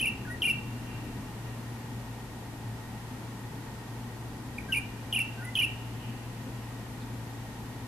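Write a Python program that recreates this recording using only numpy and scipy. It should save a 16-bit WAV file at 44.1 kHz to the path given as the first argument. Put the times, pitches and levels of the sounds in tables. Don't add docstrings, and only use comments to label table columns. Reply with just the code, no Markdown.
import sys
import numpy as np
from scipy import signal
from scipy.fft import rfft, irfft, next_fast_len
from scipy.io import wavfile
from scipy.ndimage import map_coordinates

SR = 44100
rng = np.random.default_rng(int(sys.argv[2]) if len(sys.argv) > 2 else 0)


def wrap_up_sound(samples):
    columns = np.atleast_2d(samples).T
    tamed = np.clip(columns, -1, 1)
    steps = np.round(tamed * 32767).astype(np.int16)
    wavfile.write(sys.argv[1], SR, steps)


def volts_from_db(level):
    exponent = np.asarray(level, float) / 20
    return 10 ** exponent


N = 347067

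# f/Hz, left-right level/dB
LEAN = [(60, 1.7), (280, 1.7), (420, 4), (620, -1.2), (920, .2), (1100, 1.8), (1650, -1.2), (2700, 2.5),
        (4000, 0.4), (8000, 0)]
# f/Hz, lead/rad
LEAD = [(60, -.08), (300, -0.071), (480, 0.45), (800, -.07), (1100, -0.13), (1800, 0.56)]


def unit(x):
    return x / np.sqrt(np.mean(x ** 2) + 1e-20)


def along(points, hz):
    f, v = np.transpose(points)
    return np.interp(np.log(hz + 1), np.log(f + 1), v)


def curves(rows):
    s, *cols = np.transpose(rows)
    return [np.interp(np.arange(N) / SR, s, c) for c in cols]


def wobble(rate):
    knots = rng.standard_normal(int(N * rate / SR) + 4)
    return map_coordinates(knots, [np.arange(N) * rate / SR])


def filtered(x, response):
    m = next_fast_len(N + 8192)
    spectrum = rfft(x, m) * response(np.fft.rfftfreq(m, 1 / SR))
    return irfft(spectrum, m)[..., :N]


def sides(db):
    return volts_from_db(np.array([db / 2, -db / 2]))


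def rush(gain):
    # f/Hz, left-right likeness (0 to 1)
    likeness = [(50, 0.96), (270, 0.99), (370, 0.84), (480, 0.89), (620, 0.49), (780, 0.81), (920, 1),
                (1100, 0.41), (1350, 0.32), (1900, 0.18), (2200, 0.015)]

    def ports(hz):
        turn = np.arccos(np.clip(along(likeness, hz), 0, 1)) / 2
        place = sides(along(LEAN, hz)) * np.exp(np.outer([.5j, -.5j], along(LEAD, hz)))
        common = gain(hz) * place * np.cos(turn)
        opposed = gain(hz) * place * np.sin(turn) * [[1], [-1]]
        return common, opposed

    shared, apart = rng.standard_normal((2, N))
    return unit(filtered(shared, lambda hz: ports(hz)[0]) + filtered(apart, lambda hz: ports(hz)[1]))


def town():
    # t/s, level/dB
    swell = [(0, -43), (.59, -44.5), (.74, -46), (1.07, -43), (1.42, -46.5), (4.12, -46.5), (4.32, -45),
             (4.95, -46), (5.26, -48), (5.9, -47), (7.87, -46.5)]
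    # f/Hz, level/(dB per Hz)
    rumble = [(12, -54), (20, -19.5), (50, -13.5), (80, -14), (125, -8), (170, -13.5), (246, -8),
              (330, -18), (460, -23), (600, -27.5), (888, -23.5), (1160, -31), (1500, -34), (3300, -86)]
    # f/Hz, level/(dB per Hz)
    air = [(710, -40), (1200, -11.5), (1800, -7), (3600, -13), (5300, -16), (13600, -19.5), (14200, -20.5)]
    traffic_db, = curves(swell)

    def low_share(hz):
        return 1 / (1 + (hz / 450) ** 6)

    traffic = rush(lambda hz: volts_from_db(along(rumble, hz)) * np.sqrt(low_share(hz)))
    drone = rush(lambda hz: volts_from_db(along(rumble, hz)) * np.sqrt(1 - low_share(hz)))
    hiss = rush(lambda hz: volts_from_db(along(air, hz)))
    traffic = volts_from_db(traffic_db + 3.0 + 0.59 * wobble(rate=7)) * traffic
    drone = volts_from_db(-49 + 0.15 * wobble(rate=1.72)) * drone
    hiss = volts_from_db(-51 + 0.25 * wobble(rate=2.59)) * hiss
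    return traffic + drone + hiss


def fan():
    # f/Hz, pitch width/Hz, rms level/dB
    rotor = [
        (59.5, 4.6, -56.5),
        (116.7, 0.798, -42.5),
        (1882, 45, -64),
    ]
    # f/Hz, pitch width/Hz, rms level/dB
    whine = [(870, 1.2, -65), (1844, .6, -75), (1859, .5, -68), (1882, .5, -69), (1902, .6, -73)]
    out = np.zeros((2, N))
    for hz, waver_hz, db in [*rotor, *whine]:
        turns = 2 * np.pi * np.cumsum(hz + waver_hz * wobble(rate=3 + waver_hz)) / SR
        lead = along(LEAD, hz) * np.array([[.5], [-.5]])
        strength = volts_from_db(db + 2.5 + 1.4 * wobble(rate=4 + waver_hz / 3))
        out += strength * sides(along(LEAN, hz))[:, None] * np.sin(turns + lead)
    return out


def song():
    # delay/s, length/s, first and last pitch (0 = bottom, 1 = top), level/dB
    opening = [
        (-.003, .005, -.2, 1.85, -24),
        (0, .0052, 1.05, 0.73, 0),
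        (.0045, 0.009, 0.51, 0.51, -6),
        (.0095, 0.0084, 0.48, 0.66, -5.5),
        (.018, 0.014, 0.012, 0.17, -5.5),
    ]
    middle = [
        (0, 0.011, 1.26, .25, 0),
        (.0095, .011, 0.46, .1, -2),
        (.018, .009, .1, -0.08, -7.5),
    ]
    closing = [
        (0, .013, 0.93, .05, 0.5),
        (.0105, 0.0049, 0.24, .02, -2),
        (.0135, .012, .05, .03, -2),
    ]
    # t/s, top f/Hz, bottom f/Hz, peak level/dB, beak opening/dB
    openings = [
        (-.009, 3405, 2436, -20, 4.5),
        (0.4196, 3180, 2355, -19.5, 0.5),
        (5.126, 3180, 2402, -22, 7),
        (5.553, 3270, 2495, -20, -1),
    ]
    middles = [
        (.025, 2820, 2640, -22.5, -1),
        (.451, 2820, 2730, -20.5, 5.5),
        (5.158, 2966, 2620, -21.5, 4),
        (5.587, 3060, 2790, -19, 3),
    ]
    closings = [
        (.068, 2940, 2655, -23.5, 0.9),
        (.495, 2890, 2690, -21.5, 0.9),
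        (5.2, 2860, 2660, -23.5, -1.16),
        (5.631, 2984, 2660, -22, -1.1),
    ]
    # t/s, length/s, f/Hz, peak level/dB, overtone level/dB
    low_ends = [
        (.053, .015, 2440, -25, -7.5),
        (0.475, 0.027, 2440, -24, -14),
        (5.186, .013, 2430, -25.5, -4.5),
        (5.615, 0.018, 2470, -23.5, -15),
    ]
    # t/s, length/s, first f/Hz, last f/Hz, peak level/dB
    hurried = [(4.718, 0.0056, 2780, 3030, -42), (4.7218, 0.017, 3060, 2630, -21),
               (4.735, 0.0093, 2670, 2700, -25), (4.74, .007, 3050, 2300, -29),
               (4.746, 0.0084, 2340, 2290, -24.5), (4.755, .007, 2930, 2620, -34),
               (4.758, 0.011, 2510, 2420, -26.5), (4.768, 0.014, 2385, 2410, -23),
               (4.781, 0.0091, 2360, 2410, -26.5)]
    # t/s, length/s, first f/Hz, last f/Hz, peak level/dB
    low_notes = [(0.25, .011, 1580, 1716, -40.5), (.266, 0.053, 1496, 1460, -41.5),
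                 (.329, 0.045, 1897, 1846, -46), (4.582, .009, 2560, 2220, -30),
                 (4.684, 0.041, 1645, 1528, -38.5), (5.371, 0.062, 1498, 1616, -46),
                 (5.404, .05, 1410, 1500, -44), (5.449, .05, 1476, 1430, -50),
                 (5.421, 0.0324, 1800, 1950, -47), (5.463, 0.053, 1970, 2055, -42)]
    # t/s, length/s, f/Hz, peak level/dB, overtone level/dB
    soft = [
        (0.298, .039, 1847, -36.5, -5),
        (5.443, .021, 1950, -43.5, 8.5),
    ]
    shut_db = -26

    def richness_db(hz):
        return -6.5 - 20.5 * abs(hz - 2440) / 1000

    trills = []
    for shape, sung in [(opening, openings), (middle, middles), (closing, closings)]:
        for s, top, low, db, beak_db in sung:
            for delay, length, first, last, note_db in shape:
                first_hz = low + first * (top - low)
                last_hz = low + last * (top - low)
                overtone_db = beak_db + richness_db(first_hz)
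                trills.append((s + delay, length, first_hz, last_hz, db + note_db, overtone_db))
    dips = [(s, length, hz, hz * 0.95, db, overtone_db) for s, length, hz, db, overtone_db in low_ends]
    slurs = [(s - .006, .006, 2980, 1950, db - 8, shut_db) for s, _, _, db, _ in low_ends]
    chatter = [(*note, richness_db(note[2]) - 1) for note in hurried]
    murmurs = [(*note, shut_db) for note in low_notes]
    whistles = [(s, length, hz, hz * 1.055, db, overtone_db) for s, length, hz, db, overtone_db in soft]
    return trills + dips + slurs + chatter + murmurs + whistles


def bulbul():
    # f/Hz, level/dB
    ringing = [(4000, -19.5), (6000, -14), (7500, -23), (8600, -22.5), (9500, -4), (11500, -6.5),
               (12500, -13), (14000, -18.5)]
    lead = SR // 40
    voice, overtones, effort = np.zeros((3, N + lead))
    for s, length, first_hz, last_hz, db, overtone_db in song():
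        u = np.linspace(0, 1, round(length * SR))
        hz = first_hz + (last_hz - first_hz) * u ** 0.73
        turns = 2 * np.pi * (np.cumsum(hz) / SR + rng.random())
        breath = np.sin(np.pi * u ** .85) ** .75
        start = lead + round(s * SR)
        at = slice(start, start + len(u))
        voice[at] += volts_from_db(db) * breath * np.sin(turns)
        effort[at] += volts_from_db(db) * np.sqrt(breath)
        for k in np.arange(4, 15) / 2:
            uneven_db = (-56 - 0.35 * overtone_db) * (k % 1 > 0)
            bright_db = np.where(k * hz > 8000, overtone_db, -17)
            level_db = db + bright_db + uneven_db + along(ringing, k * hz) - 7 * max(k - 4, 0)
            overtones[at] += volts_from_db(level_db) * breath ** 1.3 * np.sin(k * turns)
    flutter = volts_from_db(2.65 * wobble(rate=280))
    rasp = unit(filtered(rng.standard_normal(N), lambda hz: volts_from_db(along(ringing, hz)) * (hz > 3500)))
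    return voice[lead:], flutter * overtones[lead:] + volts_from_db(-26) * effort[lead:] * rasp


def walls(x, near_db, blur_db, long_db, far_db):
    # f/Hz, t60/s
    blur_decay = [(1500, .9), (2000, 0.22), (2700, 0.48), (6000, 0.24), (10000, 0.17)]
    hz, t, z = signal.stft(rng.standard_normal((2, 3 * SR // 2)), SR, nperseg=256)
    near = volts_from_db(near_db - 0.23 * hz[:, None] / 1000 - 60 * t / 0.16)
    blur = volts_from_db(blur_db - 60 * t / along(blur_decay, hz)[:, None]) * np.clip(t / 0.011, 0, 1)
    air_db = -3.5 * hz[:, None] / 1000
    long = volts_from_db(long_db + air_db - 60 * t / 5.5)
    far = volts_from_db(far_db + air_db - 60 * np.abs(t - .44) / 0.63) * (t > .4)
    farther = volts_from_db(far_db - 8.0 + air_db - 60 * np.abs(t - 1.03) / 0.3)
    tail = signal.istft(z * (near + blur + long + far + farther), SR, nperseg=256)[1]
    delayed = np.pad(x, (130, 0))[None]
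    return signal.fftconvolve(delayed, tail, axes=1)[:, :N]


def handling():
    # t/s, level/dB, f/Hz, t60/s
    knocks = [
        (2.645, -27, 112.3, 0.31),
        (7.004, -46, 4200, .08),
        (7.016, -46, 3600, .1),
    ]
    out, t = np.zeros(N), np.arange(SR // 5) / SR
    for s, db, hz, t60 in knocks:
        scatter = np.cumsum(rng.standard_normal(len(t))) * hz / 22000
        swell = volts_from_db(db - 60 * t / t60) * (1 - np.exp(-12 * t / t60))
        out[round(s * SR):][:len(t)] += swell * np.sin(2 * np.pi * hz * t + scatter)
    return out


def scene():
    # t/s, left-right level of the voice/dB, of its overtones/dB
    head = [(.05, 0.5, -7.5), (.3, 2, -3), (.47, 0, -8), (4.75, 0, -10.5), (5.17, 0, -8), (5.45, 0, -6),
            (5.6, -2.5, -8)]
    # f/Hz, lead/rad
    bird_lead = [(2400, -0.71), (2900, -0.55), (9600, 1), (11000, -0.22)]
    voice, overtones = bulbul()
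    voice_db, overtone_db = curves(head)
    bird = voice * sides(voice_db) + overtones * sides(overtone_db)
    bird = filtered(bird, lambda hz: np.exp(np.outer([.5j, -.5j], along(bird_lead, hz))))
    echoes = walls(voice + overtones, near_db=-37, blur_db=-42.5, long_db=-56.5, far_db=-53.0)
    return bird + echoes + town() + fan() + handling()


def low_pass(x):
    return signal.sosfilt(signal.butter(12, 15300, fs=SR, output="sos"), x)


def record(dry):
    mix = filtered(dry, lambda hz: hz < 14250)
    return low_pass(mix)


dry = scene()
out = record(dry)
wrap_up_sound(out)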